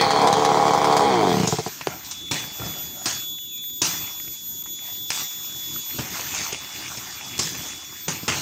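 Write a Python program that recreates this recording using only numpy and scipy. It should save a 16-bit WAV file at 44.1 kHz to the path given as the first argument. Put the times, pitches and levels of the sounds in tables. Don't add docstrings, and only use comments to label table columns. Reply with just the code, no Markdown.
import sys
import numpy as np
from scipy import signal
from scipy.fft import rfft, irfft, next_fast_len
from scipy.io import wavfile
from scipy.ndimage import uniform_filter1d, map_coordinates

SR = 44100
rng = np.random.default_rng(int(sys.argv[2]) if len(sys.argv) > 2 else 0)


def level_to_linear(level):
    exponent = np.asarray(level, float) / 20
    return 10 ** exponent


def to_wav(s):
    ch = np.atleast_2d(s).T
    pcm = np.round(np.clip(ch, -1, 1) * 32767)
    wavfile.write(sys.argv[1], SR, pcm.astype(np.int16))


N = 370919

# time in seconds, speed in turns a second.
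CRANK_SPEED = [
    (0, 74.2),
    (.24, 71.6),
    (.38, 74.3),
    (.55, 73.4),
    (.98, 73.4),
    (1.08, 68.3),
    (1.32, 40.7),
    (1.5, 19.1),
    (1.7, 9.2),
]
# first firing in seconds, firings, turns apart.
FIRING_RUNS = [(.011, 3, 2), (.107, 9, 2), (.368, 4, 2), (.489, 7, 2), (.665, 2, 1), (.707, 2, 2),
               (.748, 2, 2), (.816, 4, 2), (.911, 3, 1), (.967, 2, 2), (1.007, 1, 1)]
# time in seconds, peak in dB.
HARD_BURNS = [(0.0104, -11.5), (0.1062, -14), (0.2444, -28), (0.2718, -12.5), (0.2994, -38), (0.3272, -13),
              (0.4204, -26), (0.4484, -12.5), (0.8425, -14.5), (0.9384, -39.5), (0.9667, -11)]
# speed in turns a second, then pop, thump, crack, clatter, gulp and
# second pop, all in dB.
TURN_BY_SPEED = [(9, -17.5, -20, -30, -52.5, -30, -16), (17.7, -10.5, -18, -29, -42.5, -12.5, -7.5),
                 (27.3, -18, -7.5, -27.5, -44, -21.5, 2.5), (42.3, -9, -13.5, -36.5, -31.5, -22.5, -6.5),
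                 (72.4, -12, -30, -36, -31, -10, 1.5), (72, -11.5, -32, -73, -33.5, -16, -4.5)]
# pop, thump and crack, in dB.
FIRING_SCATTER = (.8, 2.5, 2.5)
# pitch in Hz, width in Hz, level in dB.
MUFFLER_RINGS = [(310.5, 38, -6), (402, 64, 4.5), (458, 72, 3.5), (603, 47, -8), (782, 103, 3),
                 (858, 51, -2.5), (944, 41, -10.5), (1110, 60, -20)]
# pitch in Hz, width in Hz, level in dB.
CASE_RINGS = [(160, 143, 24), (204, 20, -5.5)]
# pitch in Hz, width in Hz, level in dB.
TAILPIPE_BARK = [(900, 620, 0)]
# frequency in Hz, level in dB per Hz.
CLATTER_TONE = [(900, -10), (1300, -9), (1800, -5.5), (2240, -2.5), (2600, -16), (2900, -31), (3150, -2),
                (3420, -4.5), (3900, -11.5), (4600, -8), (6860, -44), (9000, -23.5), (13000, -73),
                (15500, -25.5)]
# frequency in Hz, level in dB per Hz.
BLAST_TONE = [(500, -13.5), (1500, 3), (2500, -8.5), (4500, 0), (7500, -6.5), (10000, -18.5), (15500, -31)]
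# time in seconds, level in dB.
CHAIN_LEVEL = [
    (0, -33.5),
    (.12, -34),
    (.21, -35),
    (.26, -56),
    (.4, -92),
]
# its level in dB, then rows of pitch in Hz, width in Hz, level in dB.
SET_DOWN_KNOCK = (-8.5, [(380, 80, 9), (800, 470, 0.5), (3650, 3000, -14.5)])
# delay in seconds, level in dB.
ECHOES = [
    (0.011, -7),
    (.019, -31.5),
]
# frequency in Hz, time to fall 60 dB in seconds.
YARD_DECAY = [(100, 0.063), (1000, 0.12), (8000, 0.11)]
# time in seconds, peak in dB, knock in dB, twigs in dB, shaking time
# (to fall 60 dB) in seconds.
CHOPS = [(1.4727, -14, -21.5, -28.5, 0.93), (1.81, -26.5, -10.5, 6, 0.097), (1.872, -27, -1.5, 0, 0.28),
         (2.045, -23, -37, -20, 0.99), (2.1116, -17.5, -37, -14, 0.13), (2.3113, -9.5, -15, -4.5, 0.64),
         (2.5968, -37, 9.5, -6.5, 1), (2.6577, -32, -6, 0, 0.31), (3.0569, -8, -24, -7.5, 0.57),
         (3.8169, -6.5, -19, -8.5, 0.57), (3.844, -20, -31, -3, 1), (4.6604, -36, -27, -2.5, 0.25),
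         (5.1025, -13.5, -29, -9, 0.79), (5.2163, -27, -11, -16, 0.06), (5.9869, -20.5, -3, 3, 0.41),
         (6.524, -19, -18, -2.5, 0.27), (6.9717, -22, -14, -6.5, 0.3), (7.3901, -9.5, -17, -8, 0.8),
         (8.0808, -12.5, -13.5, -2, 0.55), (8.2316, -36, 2.5, -63, 0.28), (8.2796, -11.5, -10.5, -1, 0.99)]
# pitch in Hz, width in Hz, level in dB.
WOOD_RINGS = [(109, 73, -3.5), (163, 48, 0.5), (311, 127, -6.5)]
# middle in seconds, half length in seconds, dry leaves in dB, twigs in dB
BRANCH_DRAGS = [(0.61, 1, -39.5, -4), (1.565, 0.31, -43.5, -1.5), (1.91, 0.024, -57, 8),
                (2.097, .2, -59, 7.5), (2.652, 0.14, -42.5, -2.5), (2.88, 0.11, -50.5, -5.5),
                (3.097, 0.098, -44.5, -6), (4.02, 0.12, -51.5, 4.5), (4.31, 0.4, -50, -12),
                (4.871, 0.062, -51, 2), (4.988, 0.089, -49, -11.5), (5.173, 0.054, -34, -10),
                (5.337, 0.13, -43, -5.5), (5.707, 0.26, -45, -7), (6.003, 0.086, -36, -5.7),
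                (6.18, 0.081, -40.5, 0.8), (6.39, 0.13, -33.5, -4.5), (6.883, 0.4, -40, -2.6),
                (7.295, 0.13, -46.5, -1.5), (7.59, 0.16, -40.5, -5), (7.995, 0.58, -47.5, -5),
                (8.41, 0.094, -38, -14)]
# frequency in Hz, level in dB per Hz.
LEAF_TONE = [(2200, -24), (3300, -4.5), (4200, -3), (6500, 2.5), (7500, -4), (9500, -16), (12200, -27),
             (14300, -18), (15600, -17)]
# frequency in Hz, level in dB per Hz.
TWIG_TONE = [(330, -20.5), (520, -8.5), (800, 0.5), (1500, -1.5), (2800, 1), (3800, -12.5), (6000, -27)]
# frequency in Hz, level in dB per Hz.
RUMBLE_TONE = [(20, -57), (45, -22), (70, 3.5), (135, -8), (330, -3), (420, -10.5), (520, -63)]
# time in seconds, peak in dB, pitch in Hz.
TWIG_CRACKS = [(2.01, -30, 1400), (2.284, -28, 2460), (2.619, -18, 1320), (3.385, -28, 2660),
               (3.512, -44, 4540), (3.58, -28, 4340), (3.64, -34, 1860), (3.7, -32, 4500),
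               (4.2, -23.5, 2200), (4.28, -24, 2500), (4.47, -31, 4970), (4.79, -27, 2000),
               (4.82, -34, 800), (4.66, -27, 1300), (5.104, -5, 5140), (5.105, -17, 800),
               (5.761, -19.5, 1200), (6.2, -27, 509), (6.528, -18.5, 420), (6.86, -22, 1940),
               (7.38, -13, 5300), (8.233, -21, 219)]
# pitch in Hz, width in Hz, level in dB.
POLE_RINGS = [(581, 66, -3.5), (757, 74, 0), (1380, 80, -6.5)]
# middle in seconds, half length in seconds, level in dB.
POLE_SCRAPES = [
    (1.921, 0.053, -40.5),
    (2.638, 0.059, -40),
    (2.796, 0.05, -44.5),
    (3.0, 0.069, -45),
    (3.26, .06, -61),
]
# time in seconds, level in dB, treble lift in dB as it faces us.
CICADA_LEVEL = [(0, -54, -9), (1.03, -48, -7), (1.64, -57, 10), (1.96, -55.5, 8), (2.26, -38, -9),
                (2.55, -42.5, -2), (2.8, -41.5, 3), (3.05, -46.5, 7), (3.22, -37.5, -3), (3.75, -40, 0),
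                (4.45, -43.5, 6), (5.0, -38, -2), (5.88, -40.5, 2), (6.0, -51.5, 11), (6.6, -45, -3.5),
                (7.22, -48.5, -0.5), (7.45, -42, -5.5), (8.41, -53, 6)]
PHRASE_STARTS = [-1.38, .12, 1.665, 3.115, 4.632, 6.095, 7.565, 9.04]
# share of the phrase, pitch in Hz.
PHRASE_PITCH = [(0, 13692), (.39, 13812), (1, 13614)]
SONG_LINES = [(1, 0), (2, 0), (4, 0), (1, 1), (1, 2), (2, -3), (2, -2), (2, -1), (2, 1), (2, 2), (3, -2),
              (3, -1), (3, 0), (3, 1), (3, 2), (4, -3), (4, -2), (4, -1), (4, 1), (4, 2), (4, 3), (4, 4)]
LINE_LEVELS = [-1, -4, -1, -14.5, -27, -26, -16.5, -13, -19.5, -23, -30, -44, -27.5, -30, -38, -27, -36,
               -18, -16, -21, -24, -34]
# time in seconds, pitch in Hz, level in dB.
WHISTLE = [
    (3.33, 3050, -80),
    (3.37, 3020, -52),
    (3.46, 2800, -52),
    (3.54, 2450, -54),
    (3.6, 2250, -60),
    (3.63, 2200, -90),
]

FIRST_TURN = .83
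STOP_S = 1.7
TYMBAL = 323 / 3430


def unit(x):
    return x / np.sqrt(np.mean(x ** 2) + 1e-20)


def curves(rows):
    s, *cols = np.transpose(rows)
    return [np.interp(np.arange(N) / SR, s, c) for c in cols]


def along(points, hz):
    f, v = np.transpose(points)
    return np.interp(np.log(hz + 1), np.log(f), v)


def wobble(rate):
    steps = np.arange(0, N + 32, 32)
    knots = rng.standard_normal(int(N * rate / SR) + 4)
    return np.interp(np.arange(N), steps, map_coordinates(knots, [steps * rate / SR]))


def resonate(x, modes, order=1):
    m = next_fast_len(N + SR // 2)
    f = np.fft.rfftfreq(m, 1 / SR)
    h = 0
    for k, (center, width, db) in enumerate(modes):
        damping = 1j * f * width
        h = h + (-1) ** k * level_to_linear(db) * damping / (center * center - f * f + damping)
    h = h ** order
    return irfft(rfft(x, m) * h, m)[:N] / np.abs(irfft(h, m)).max()


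def noise(spectrum, patchy_db, crackle_db):
    grains = level_to_linear(crackle_db * np.repeat(rng.exponential(1, N // 32 + 40), 32))
    hz, _, z = signal.stft(grains * rng.standard_normal(len(grains)), SR, nperseg=512)
    field = uniform_filter1d(rng.standard_normal(z.shape), size=6, axis=0)
    field = uniform_filter1d(field, size=10, axis=1)
    gain = level_to_linear(patchy_db * unit(field) + along(spectrum, hz)[:, None])
    return unit(signal.istft(z * gain, SR, nperseg=512)[1][:N])


def dying(pulses, t60):
    return signal.lfilter([1], [1, -level_to_linear(-60 / (t60 * SR))], pulses)


def swells(mid, half):
    return np.exp(-((np.arange(N) / SR - mid) / half) ** 2)


def crank():
    speed = curves(CRANK_SPEED)[0]
    turns = np.cumsum(speed) / SR - FIRST_TURN
    at = np.flatnonzero((np.diff(np.floor(turns)) > 0) & (np.arange(N - 1) < STOP_S * SR))
    at = at + (5 * (speed[at] > 70) * rng.standard_normal(len(at))).astype(int)
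    return speed, turns, at


def port_pulses(speed, at, pop_db, thump_db, crack_db, second_db):
    running = speed[at] > 70
    pops, barks, thumps, cracks = np.zeros((4, N))
    pops[at] = level_to_linear(pop_db[at] + np.where(running, 2, .6) * rng.standard_normal(len(at)))
    thumps[at], cracks[at] = level_to_linear(thump_db[at]), level_to_linear(crack_db[at])
    scatter_db = FIRING_SCATTER * rng.standard_normal((len(at), 3))
    for s, count, apart in FIRING_RUNS:
        k = np.argmin(np.abs(at - s * SR)) + apart * np.arange(count)
        quick_db = -6 * (apart < 2)
        levels_db = [-11.5, -19.5 + quick_db, -29.5]
        pops[at[k]], thumps[at[k]], cracks[at[k]] = level_to_linear(levels_db + scatter_db[k]).T
        barks[at[k]] = level_to_linear(-8.5 - 7 * np.exp(-at[k] / SR / .2))
    for s, db in HARD_BURNS:
        cracks[at[np.argmin(np.abs(at - s * SR))]] = level_to_linear(db - 6)
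    delay_s = np.minimum(np.where(running, .45, .5) / speed[at], .0115)
    jitter = np.where(running, 9, 2) * rng.standard_normal(len(at))
    later = at + (delay_s * SR + jitter).astype(int)
    pops[later] = pops[at] * level_to_linear(second_db[at])
    return pops, barks, thumps, cracks


def exhaust(speed, pops, barks, thumps):
    opening = np.hanning(26) / 12
    rasp = level_to_linear(-37) * dying(pops, .06) * rng.standard_normal(N)
    soft = np.convolve(pops + rasp, opening)[:N]
    sharp = np.convolve(barks, opening)[:N]
    heat = np.clip(.5 + .4 * wobble(25), 0, 1) * np.clip(speed / 70, .3, 1)
    hot = [(hz * 1.035, width, db) for hz, width, db in MUFFLER_RINGS]
    cool = [(hz * (1 - .035), width, db) for hz, width, db in MUFFLER_RINGS]
    can = resonate(heat * soft, hot) + resonate((1 - heat) * soft, cool)
    bark = resonate(0.45 * soft + sharp, TAILPIPE_BARK, order=3)
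    return bark + level_to_linear(-1.0) * can + level_to_linear(-3.5) * resonate(thumps, CASE_RINGS, order=2)


def gulps(speed, at, gulp_db):
    starts = np.zeros(N)
    starts[at] = at
    last = np.maximum.accumulate(starts).astype(int)
    cycles = (np.arange(N) - last) / SR * np.maximum(6.08 * speed[last], 150)
    return level_to_linear(gulp_db[last]) * np.sin(2 * np.pi * cycles) * np.exp(-cycles / 1.9)


def moving_parts(turns, clatter_db):
    t = np.arange(N) / SR
    rattle_db = 10 * np.exp(-t / .12)
    level_db = clatter_db + rattle_db - 400 * np.maximum(t - STOP_S, 0)
    beat = 1 + 0.41 * np.cos(4 * np.pi * turns - 1.3)
    clatter = level_to_linear(level_db) * noise(CLATTER_TONE, patchy_db=1.5, crackle_db=.6)
    ring = unit(resonate(rng.standard_normal(N), [(4320, 71, 0)]))
    return beat * (clatter + level_to_linear(curves(CHAIN_LEVEL)[0]) * ring)


def engine():
    speed, turns, at = crank()
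    rate, *laws = np.transpose(TURN_BY_SPEED)
    levels = [np.interp(speed, rate, law) for law in laws]
    pop_db, thump_db, crack_db, clatter_db, gulp_db, second_db = levels
    pops, barks, thumps, cracks = port_pulses(speed, at, pop_db, thump_db, crack_db, second_db)
    body = exhaust(speed, pops, barks, thumps) + gulps(speed, at, gulp_db)
    low_cut = signal.butter(4, 105, "high", fs=SR, output="sos")
    blast = dying(cracks, .06) * noise(BLAST_TONE, patchy_db=3, crackle_db=.7)
    return signal.sosfilt(low_cut, body) + blast + moving_parts(turns, clatter_db)


def yard(x):
    hz, t, z = signal.stft(rng.standard_normal(SR // 3), SR, nperseg=256)
    tail = signal.istft(z * level_to_linear(-60 * t / along(YARD_DECAY, hz)[:, None]), SR, nperseg=256)[1]
    answer = np.pad(level_to_linear(-13) * tail / np.linalg.norm(tail), (150, 900))
    for delay, db in ECHOES:
        answer[round(delay * SR)] += level_to_linear(db)
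    return x + signal.fftconvolve(x, answer)[:N]


def set_down_knock():
    db, modes = SET_DOWN_KNOCK
    return resonate(level_to_linear(db) * (np.arange(N) == round(1.8715 * SR)), modes)


def blows():
    t = np.arange(SR) / SR
    leaves, twigs, knocks = np.zeros((3, N + SR))
    for s, db, knock_db, mid_db, t60 in CHOPS:
        i = round(s * SR)
        shake = level_to_linear(-60 * t / 0.052) + 0.71 * level_to_linear(-60 * t / t60)
        shake *= 1 - np.exp(-t / 0.00087)
        leaves[i:][:SR] += level_to_linear(db - 12.5) * shake
        twigs[i:][:SR] += level_to_linear(db + mid_db - 12.0) * shake
        knocks[i:][:SR] += level_to_linear(db + knock_db - 22.5) * shake * rng.standard_normal(SR)
        knocks[i] += level_to_linear(db + knock_db + 2.5)
    return leaves[:N], twigs[:N], knocks[:N]


def brush():
    mid, half, drag_db, twig_db = np.transpose(BRANCH_DRAGS)[..., None]
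    swell = level_to_linear(drag_db) * swells(mid, half)
    stirred, scraped = swell.sum(0), (level_to_linear(twig_db) * swell).sum(0)
    leaves, twigs, knocks = blows()
    gust = wobble(7.0)
    leaf_level = np.hypot((stirred + level_to_linear(-53.5)) * level_to_linear(1.5 + 1.3 * gust), leaves)
    twig_level = np.hypot((scraped + level_to_linear(-65)) * level_to_linear(2 + 1.3 * gust), twigs)
    rumble_level = (level_to_linear(-8.5) * scraped + level_to_linear(-52)) * level_to_linear(3.3 * wobble(17.0))
    dry_leaves = leaf_level * noise(LEAF_TONE, patchy_db=2.5, crackle_db=1.5)
    woody = twig_level * noise(TWIG_TONE, patchy_db=3, crackle_db=2)
    far = rumble_level * noise(RUMBLE_TONE, patchy_db=1.5, crackle_db=2.35)
    return dry_leaves + woody + far + resonate(knocks, WOOD_RINGS)


def twig_cracks():
    out, t = np.zeros(N + SR), np.arange(2600) / SR
    for s, db, hz in TWIG_CRACKS:
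        drift = hz / 3000 * np.cumsum(.35 * rng.standard_normal(len(t)))
        ragged = np.sin(2 * np.pi * hz * t + drift)
        fade_db = -60 * t / (.014 + 9 / hz)
        out[round(s * SR):][:len(t)] += level_to_linear(db - 7 + fade_db) * ragged
    return out[:N]


def pole():
    mid, half, db = np.transpose(POLE_SCRAPES)[..., None]
    stroke = (level_to_linear(db) * swells(mid, half)).sum(0)
    slips = level_to_linear(3.0 * wobble(70)) * rng.standard_normal(N)
    return stroke * unit(resonate(slips, POLE_RINGS))


def cicada():
    level_db, lift_db = curves(CICADA_LEVEL)
    first_db = level_db + 1.2 * wobble(8.4)
    second_db = level_db - 2.5 + lift_db + 1.2 * wobble(11)
    fourth_db = level_db + lift_db
    partial_db = [first_db, second_db, fourth_db, fourth_db]
    t = np.arange(N) / SR
    done = np.interp(t, PHRASE_STARTS, np.arange(len(PHRASE_STARTS))) % 1
    hz = uniform_filter1d(np.interp(done, *np.transpose(PHRASE_PITCH)), size=300)
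    note = 2 * np.pi * np.cumsum(hz / 4 + .6 * wobble(30)) / SR
    song = np.zeros(N)
    for (k, m), db in zip(SONG_LINES, LINE_LEVELS):
        flicker_db = (.08 * k * k + .4 * abs(m)) * wobble(30)
        fading = 1 + .4 * k / 4 * wobble(22)
        line = np.sin((k + m * TYMBAL) * note + 2 * np.pi * rng.random())
        song += level_to_linear(partial_db[k - 1] + db + 6.5 + flicker_db) * fading * line
    hiss = unit(resonate(rng.standard_normal(N), [(14000, 2000, 0)], order=2))
    haze = level_to_linear(fourth_db - 14) * hiss
    catch = np.exp(-((t - np.transpose([PHRASE_STARTS])) / .0061) ** 4).sum(0)
    return (song + haze) * (1 - .9 * catch)


def ducking(depth_db):
    kicks = np.zeros(N)
    for s, db, *_ in CHOPS:
        kicks[round(s * SR)] = level_to_linear(db + 15.0)
    return level_to_linear(-depth_db * np.minimum(dying(kicks, 0.08), 1))


def bird():
    hz, db = curves(WHISTLE)
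    trees = level_to_linear(-60 * np.arange(SR) / SR / .55) * rng.standard_normal(SR)
    call = level_to_linear(db + 4 * wobble(200)) * np.sin(2 * np.pi * np.cumsum(hz) / SR)
    return signal.fftconvolve(call, trees / np.linalg.norm(trees))[:N]


def scene():
    work = yard(engine()) + set_down_knock() + brush() + twig_cracks() + pole()
    mono = work + ducking(depth_db=27) * cicada() + bird()
    return np.array([mono, mono])


def low_pass(x):
    return signal.sosfilt(signal.butter(12, 15890, fs=SR, output="sos"), x)


def record(dry):
    soft = dry / (1 + np.abs(dry / .62) ** 5) ** (1 / 5)
    m = next_fast_len(N)
    hz = np.fft.rfftfreq(m, 1 / SR)
    response = (hz < 15750) / (1 + (55 / (hz + 1)) ** 4)
    mix = irfft(rfft(soft, m) * response, m)[:, :N]
    return low_pass(mix)


dry = scene()
out = record(dry)
to_wav(out)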